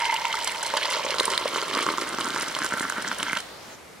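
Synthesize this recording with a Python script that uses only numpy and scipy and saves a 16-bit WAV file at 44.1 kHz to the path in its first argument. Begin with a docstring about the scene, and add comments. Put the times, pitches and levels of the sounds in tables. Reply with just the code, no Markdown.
"""Pouring coffee in the forest

Coffee falls from a raised pot into a small metal cup on the forest floor; the stream breaks at 3.4 s.
It drives in pockets of air that ring two short resonances of the cup: one rises as the cup fills,
one sinks as froth builds. Droplets snap and crackle on the surface. A sleeve rustles as the pot
is lowered, and the forest hushes behind."""
import sys
import numpy as np
from scipy import signal
from scipy.fft import rfft, irfft, next_fast_len
from scipy.io import wavfile
from scipy.ndimage import map_coordinates

SR = 44100
rng = np.random.default_rng(int(sys.argv[2]) if len(sys.argv) > 2 else 0)


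def transcribe(signal):
    """Save signal, clipped to [-1, 1], as a 16-bit WAV file at the path in sys.argv[1]."""
    frames = np.atleast_2d(signal).T
    limited = np.clip(frames, -1, 1)
    pcm = np.round(limited * 32767).astype(np.int16)
    wavfile.write(sys.argv[1], SR, pcm)


N = 176400
T = np.arange(N) / SR
TOP_HZ = 15800
LN_1000 = np.log(1000)  # a 60 dB decay, as an exponent

# big air pockets (time [s], upper resonance [relative dB], lower resonance [relative dB])
BIG_POCKETS = [(0.0194, -19, -52), (0.033, -21, -52), (0.063, -19, -53), (0.1255, -18.5, -53),
               (0.1433, -20.5, -54), (0.247, -20, -48), (0.266, -21, -48), (0.473, -24, -27),
               (0.7387, -10.5, -20.5), (0.751, -16, -21.5), (0.7692, -14, -22.5), (0.8546, -13.5, -45),
               (0.884, -22.5, -23), (0.9677, -20, -20), (1.0483, -25, -16), (1.1429, -14, -22),
               (1.207, -11, -13.5), (1.279, -11.5, -16.5), (1.4561, -16, -13), (1.5596, -12, -18.5),
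               (1.76, -16.5, -27), (1.7706, -15, -14), (1.7886, -13.5, -23), (1.809, -35, -16),
               (1.8653, -11, -14.5), (1.8789, -19, -15), (1.8886, -9.5, -14), (1.9823, -11.5, -19),
               (2.0204, -17, -18), (2.1443, -23, -24), (2.1854, -12.5, -16.5), (2.208, -15, -24),
               (2.2697, -16, -39), (2.3618, -13, -21), (2.565, -13, -41), (2.5885, -15, -38),
               (2.6186, -14.5, -19), (2.645, -18, -21), (2.738, -13, -12), (2.7724, -15.5, -24),
               (2.808, -19, -14), (2.9002, -12.5, -40), (2.9229, -13.5, -31), (3.0472, -17, -33),
               (3.115, -11.5, -24), (3.229, -16, -20), (3.3313, -11.5, -16), (3.3714, -14, -32)]
# loud droplet snaps (time [s], level [relative dB], pitch [Hz])
DROPLET_SNAPS = [(0.0537, -11, 2760), (0.1425, -22, 4200), (0.2531, -12, 2560), (0.328, -15, 2780),
                 (0.474, -15.5, 3730), (0.7697, -14, 3380), (0.8545, -12, 3650), (0.91, -16.5, 3120),
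                 (1.0877, -16.5, 3800), (1.1062, -13, 4460), (1.1844, -13, 4170), (1.1965, -15, 3020),
                 (1.2001, -8.5, 3800), (1.3024, -14, 4940), (1.616, -15.5, 4300), (1.738, -17, 3520),
                 (1.75, -14, 4700), (2.0133, -16.5, 4850), (2.2101, -16.5, 3900), (2.3044, -17, 3470),
                 (2.55, -14.5, 2970), (2.7964, -20, 3360), (3.0783, -18, 5340), (3.0852, -18, 6060),
                 (3.229, -14.5, 3200), (3.3315, -21, 2220), (3.3522, -21, 3160), (3.372, -15.5, 3000)]


def flow(stop_s=3.375, spray_late_s=0.033, surge_db=2, fall_db_per_s=372):
    """Gains of the four churn layers: they surge together and fall as the stream breaks, spray last."""
    # steady churn (time [s], then lower resonance, upper resonance, crackle, spray [relative dB])
    churn = [(0, -75, -39, -31.5, -45), (.18, -87, -39, -34.5, -63), (.38, -54, -42, -33.5, -49),
             (.62, -50.5, -44.5, -34, -41), (.85, -44.5, -38, -32, -66), (1.15, -37, -34.5, -34, -49),
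             (1.45, -39.5, -39, -35.5, -43), (1.85, -33.5, -34.5, -33.5, -46.5),
             (2.1, -35.5, -34.5, -38.5, -43.5), (2.5, -36, -31.5, -36, -43), (2.8, -38.5, -32, -42.5, -44),
             (3.1, -35.5, -34.5, -40.5, -66), (3.36, -41, -36, -37.5, -65)]
    stops = stop_s + np.array([0, 0, 0, spray_late_s])[:, None]
    fall_db = fall_db_per_s * np.maximum(T - stops, 0)
    return amp(np.array(at(churn, T)) + surge_db * wobble(per_s=50) - fall_db)


def gurgle(lower_level, upper_level):
    """The stream drives in big air pockets over a churn of small ones."""
    s, upper_db, lower_db = np.transpose(BIG_POCKETS)
    upper, lower = pockets(s, amp(upper_db + 3.5), amp(lower_db + 5.5))
    s, gain, _ = shower(per_s=260, range_db=9, skew=2.7)
    small_upper, small_lower = pockets(s, gain, gain * amp(3.3 * rng.standard_normal(len(s))))
    return upper + lower + upper_level * unit(small_upper) + lower_level * unit(small_lower)


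def pockets(s, upper_gain, lower_gain, spread=0.073, attack=0.33, overtone_ratio=2.25):
    """Air pockets ring both resonances around the pitches that the filling has reached."""
    # resonances of the filling cup (time [s], upper [Hz], lower [Hz], t60 of the upper [s])
    filling = [(0, 943, 840, 0.03), (.35, 918, 760, 0.027), (.75, 937, 593, 0.0099),
               (1.2, 1096, 470, 0.0083), (1.8, 1175, 348, 0.013), (2.3, 1303, 322, 0.0061),
               (2.8, 1484, 283, 0.0063), (3.4, 1466, 256, 0.0076)]
    upper_hz, lower_hz, t60 = at(filling, s)
    length = t60 / t60.min()  # a longer ring is truer in pitch and slower to build
    upper_hz *= np.exp(spread * rng.standard_normal(len(s)) / np.sqrt(length))
    lower_hz *= np.exp(spread * rng.standard_normal(len(s)))
    upper = pings(s, upper_hz, t60, upper_gain, attack * length[:, None], size=1800)
    hollow = amp(-5.5) * (t60 / t60.max()) ** 2  # froth soon damps the empty cup's overtone
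    overtone = pings(s, overtone_ratio * upper_hz, t60, hollow * upper_gain, attack=1.4, size=1800)
    lower = pings(s, lower_hz, t60=0.014, gain=lower_gain, attack=attack, size=1000)
    return upper + overtone, lower


def bubbles(level, cycles=19, rise=0.055):
    """Bubbles ring with a rising pitch: a few loud ones and a swarm."""
    # single ringing bubbles (time [s], level [relative dB], pitch [Hz])
    blips = [(0.099, -20, 2030), (0.1639, -14.5, 2760), (0.341, -17.5, 1250), (3.2, -20, 3080),
             (3.2969, -19, 2180)]
    s, db, hz = np.transpose(blips)
    loud = pings(s, hz, cycles / hz, amp(db + 6.5), attack=0.7, size=900, rise=rise)
    births = shower(per_s=380, range_db=-1.0, skew=2.6)
    swarm = droplets(*births, hz=2280, spread=0.317, cycles=cycles, rise=rise, size=900)
    return loud + amp(-3.5) * level * unit(swarm)


def splash(level, spray_level, froth_top_hz=9500, low_cut_hz=1060):
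    """Slaps, snaps, spurts and sharp ticks of spray over a crackle and fizz that the froth muffles."""
    crackle = droplets(*shower(per_s=750, range_db=21.5, skew=1.24), hz=3800, spread=0.34, cycles=7.9)
    fizz = droplets(*shower(per_s=5400, range_db=4.5, skew=4.4), hz=4400, spread=0.4, cycles=10.5)
    ticks = droplets(*shower(per_s=220, range_db=30, skew=2.2), hz=8200, spread=0.28, cycles=5)
    froth = amp(-2.5) * unit(crackle) + amp(-14) * unit(fizz)
    froth = filtered(froth, lambda hz: causal(1 / np.sqrt(1 + (hz / froth_top_hz) ** 10)))
    drops = slaps() + snaps() + spurts() + level * froth + spray_level * unit(ticks)
    return filtered(drops, lambda hz: (1j * hz / (low_cut_hz + 1j * hz)) ** 2)


def slaps():
    """A fat drop lands flat with one hard, broad crack."""
    # fat drops (time [s], level [relative dB])
    landings = [(1.1996, -0.5), (1.3776, 1.5)]
    # resonances of the crack (pitch [Hz], level [relative dB], t60 [s])
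    modes = [(1910, 5.5, 0.0018), (3780, 5, 0.0022), (8600, 2.5, 0.00057)]
    s, db = np.transpose(landings)
    return sum(pings(s, np.full(len(s), hz), t60, amp(db + mode_db), attack=0.72, size=260)
               for hz, mode_db, t60 in modes)


def snaps(cycles=5.53, count=5, spray_s=0.004):
    """A droplet smacks the surface and throws up a few smaller ones."""
    s, db, hz = np.transpose(DROPLET_SNAPS)
    smack = pings(s, hz, cycles / hz, amp(db + 15.5), attack=0.9, size=260)
    s, db, hz = np.repeat(DROPLET_SNAPS, count, axis=0).T
    s = s + spray_s * rng.random(len(s))
    return smack + droplets(s, amp(db + 2.5), rng.standard_normal(len(s)), hz, spread=0.6, cycles=4.7)


def spurts(count=12, length_s=0.004):
    """A bursting bubble throws a tight cluster of tiny droplets, densest at first."""
    # spurts of fine spray (time [s], level [relative dB])
    clusters = [(0.0535, -28.5), (0.1415, -12), (0.327, -20), (0.444, -9), (0.4745, -10), (0.629, -14),
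                (0.6634, -14.5), (0.9012, -15), (1.2538, -8), (1.302, -20), (2.339, -27), (2.42, -13),
                (2.588, -17), (2.6457, -13), (2.7352, -18.5), (2.7962, -14), (2.8975, -11), (3.0225, -17.5),
                (3.1847, -16.5), (3.2301, -17), (3.321, -23), (3.388, -24), (3.403, -19.5)]
    s, db = np.repeat(clusters, count, axis=0).T
    s = s + length_s * rng.random(len(s)) ** 2
    return droplets(s, amp(db + 4.5), rng.standard_normal(len(s)), hz=8800, spread=0.33, cycles=4.5)


def droplets(s, gain, deviate, hz, spread, cycles, rise=0, size=260):
    """Tiny bubbles, scattered in pitch around hz, ring for a few cycles."""
    pitch = np.clip(hz * np.exp(spread * deviate), 500, TOP_HZ)
    return pings(s, pitch, cycles / pitch, gain, attack=0.48, size=size, rise=rise)


def patter(level, t60=0.002):
    """Lumps of the stream land with short noisy cracks; big pockets and snaps start with one too."""
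    # colour of the impacts (frequency [Hz], gain [dB])
    colour = [(400, -23), (1000, -0.5), (2500, 3), (5000, 0.5), (9000, -2.5), (16000, -7.5)]
    decay = np.exp(-LN_1000 * T[:900] / t60)

    def bursts(s, gain):
        hits = np.bincount((s * SR).astype(int), gain, N)
        return signal.fftconvolve(hits, decay)[:N] * rng.standard_normal(N)

    s, gain, _ = shower(per_s=77, range_db=18, skew=2)
    loud_s, loud_db, _ = np.vstack([BIG_POCKETS, DROPLET_SNAPS]).T
    cracks = amp(-6) * level * unit(bursts(s, gain)) + bursts(loud_s, amp(loud_db - 4))
    return filtered(cracks, lambda hz: causal(amp(along(colour, hz))))


def cup(x):
    """The metal cup colours the pour and rings faintly with it."""
    # colour of the mouth and wall (frequency [Hz], gain [dB])
    colour = [(60, -26), (150, -7.5), (330, -5), (450, -4.5), (610, 3.5), (680, -5.5), (780, -8),
              (900, 1.5), (1400, -3), (1800, 0), (2100, -1.5), (2550, -4), (3050, 2.5), (3500, -1.5),
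              (4200, -3), (5700, 1), (6500, -2.5), (7100, -1), (8200, -2), (9300, 1), (10200, -4),
              (13000, -8.5), (16000, -27)]
    # wall modes (pitch [Hz], t60 [s], peak over the direct sound [dB])
    wall_modes = [(652, 0.03, -2), (913, 0.021, -3), (1070, 0.17, 1), (1366, 0.1, 3.5), (1514, 0.047, -0.5),
                  (1953, 0.21, 1.5), (2090, 0.079, 5.5), (2245, 0.13, 4.5), (2423, 0.15, -2.5),
                  (3120, 0.15, -1), (4134, 0.044, 3), (9100, 0.0099, -6)]

    def response(f):
        ring = 0
        for hz, t60, db in wall_modes:
            width_hz = LN_1000 / np.pi / t60
            ring += amp(db) * 1j * f * width_hz / (hz * hz - f * f + 1j * f * width_hz)
        return (1 + ring) * causal(amp(along(colour, f)))

    return filtered(x, response)


def clearing(x, near_t60=0.011, far_t60=0.43, far_db=-24, left_lag_s=3.6e-5, count=4):
    """The cup stands to the right; rocks and ground scatter its sound and the trees answer faintly."""
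    # reflections from rocks and ground (frequency [Hz], gain [dB])
    scatter = [(150, -13.5), (600, -8), (1400, -15), (3000, -7.5), (7000, -1), (14000, 1.5)]
    # stereo balance (frequency [Hz], left minus right [dB])
    balance = [(100, -1), (220, 2), (600, -3.5), (1300, -2.5), (3000, -2.5), (5200, -3.5), (6200, 4),
               (7500, -7), (9100, 2.5), (10300, -1.5), (14000, -1)]
    t = T[:SR // 3]
    decay = np.exp(-LN_1000 * t / near_t60) + amp(far_db) * np.exp(-LN_1000 * t / far_t60)
    decay *= t > 0.0005  # pre-delay
    tails = rng.standard_normal((count, 2, len(t))) * decay / np.linalg.norm(decay)
    # the splash wanders between spots, each with its own tail
    spots = np.array([wobble(per_s=150) for _ in range(count)])
    sends = x * spots / np.linalg.norm(spots, axis=0)
    wet = signal.fftconvolve(sends[:, None], tails, axes=2).sum(0)[:, :N]
    wet = filtered(wet, lambda hz: amp(along(scatter, hz)))
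    sides = np.array([[0.5], [-0.5]])
    delay_s = sides * left_lag_s
    return filtered(x + wet, lambda hz: amp(sides * along(balance, hz)) / np.exp(2j * np.pi * hz * delay_s))


def sleeve():
    """A sleeve's soft rustle, which dies away once the pot is lowered."""
    # colour of the cloth (frequency [Hz], density [relative dB])
    colour = [(200, -13.5), (500, 4), (1400, 1.5), (2400, -5.5), (4300, -4.5), (8000, -15.5), (15000, -23)]
    # rustle envelope, held from the start until its first point (time [s], level [dB])
    fader = [(3.2, -39), (3.4, -42.5), (3.6, -46), (3.73, -44), (3.755, -50), (3.78, -72)]
    return amp(at(fader, T)[0]) * stereo_noise(colour)


def swish(width_hz=1800):
    """Ribbed cloth slides with a narrow hiss whose pitch follows the arm's speed."""
    # the sleeve's sliding weave (time [s], centre [Hz], level [dB])
    slide = [(3.42, 3400, -51), (3.57, 4500, -53), (3.7, 7030, -57), (3.75, 6160, -49), (3.78, 6000, -80)]
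    hz, db = at(slide, T)
    phase = 2 * np.pi * np.cumsum(hz) / SR
    return amp(db) * np.array([unit(wobble(width_hz) * np.sin(phase)) for _ in range(2)])


def forest():
    """The forest's steady hush."""
    # colour of the hush (frequency [Hz], density [relative dB])
    colour = [(20, -24), (38, -30), (56, -4.5), (100, -5.5), (400, -1.5), (1200, -6), (1800, -9.5),
              (2100, -6.5), (2600, -12), (6000, -17), (12000, -22.5), (16000, -41)]
    return amp(-46) * stereo_noise(colour)


def stereo_noise(colour):
    """Coloured noise of rms 1, centred in the bass and wider above."""
    # stereo image (frequency [Hz], left-right correlation [0..1])
    likeness = [(60, 0.99), (300, 0.31), (1400, 0.47), (3500, 0.42), (8000, 0.46)]

    def response(hz):
        angle = np.arccos(along(likeness, hz)) / 2
        return amp(along(colour, hz)) * [np.cos(angle), np.sin(angle)]

    mid, side = filtered(rng.standard_normal((2, N)), response)
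    return unit(np.array([mid + side, mid - side]))


def pings(s, hz, t60, gain, attack, size, rise=0):
    """Damped sines at times s, size samples long, that swell for attack cycles and glide up by rise."""
    t = np.arange(size) / SR
    cycles, age = hz[:, None] * t, t / np.reshape(t60, (-1, 1))
    glide = 1 + rise * np.minimum(age, 1) / 2
    envelope = np.exp(-LN_1000 * age) * (1 - np.exp(-cycles / attack))
    waves = -gain[:, None] * np.sin(2 * np.pi * cycles * glide) * envelope
    where = (s * SR).astype(int)[:, None] + np.arange(size)
    return np.bincount(where.ravel(), waves.ravel(), N)[:N]


def shower(per_s, range_db, skew):
    """Random times, gains (most near 0 dB, few near range_db) and Gaussian pitch deviates."""
    when, size, radius, angle = rng.random((int(per_s * N / SR), 4)).T
    deviate = np.sqrt(-2 * np.log(1 - radius)) * np.cos(2 * np.pi * angle)
    return when * N / SR, amp(range_db * size ** skew), deviate


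def wobble(per_s):
    """A smooth random curve."""
    return map_coordinates(rng.standard_normal(int(N * per_s / SR) + 4), [T * per_s])


def amp(db):
    """Decibels to gain."""
    return 10 ** (np.asarray(db) / 20)


def unit(x):
    """Scale to rms 1."""
    return x / np.sqrt(np.mean(x ** 2) + 1e-20)


def along(points, hz):
    """Read a curve of (frequency, value) points on a log axis."""
    knots, values = np.transpose(points)
    return np.interp(np.log(hz + 1), np.log(knots + 1), values)


def at(rows, s):
    """The columns of a curve at the times s."""
    knots, *columns = np.transpose(rows)
    return [np.interp(s, knots, column) for column in columns]


def filtered(x, response):
    """Filter x with a complex response of frequency."""
    size = 2 * next_fast_len(N // 2 + 8192)
    return irfft(rfft(x, size) * response(np.fft.rfftfreq(size, 1 / SR)), size)[..., :N]


def causal(gain):
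    """The minimum-phase response with this gain."""
    cepstrum = irfft(np.log(gain + 1e-6))
    half = len(cepstrum) // 2
    cepstrum[1:half] *= 2
    cepstrum[half + 1:] = 0
    return np.exp(rfft(cepstrum))


def scene():
    """The pour in its cup and clearing, with sleeve and forest behind."""
    lower, upper, crackle, spray = flow()
    pour = gurgle(lower, upper) + bubbles(crackle) + splash(crackle, spray) + patter(crackle)
    return clearing(cup(pour)) + forest() + sleeve() + swish()


def record(dry):
    """A brick-wall low-pass trims the very top."""
    return filtered(dry, lambda hz: hz < TOP_HZ)


dry = scene()
out = record(dry)
transcribe(out)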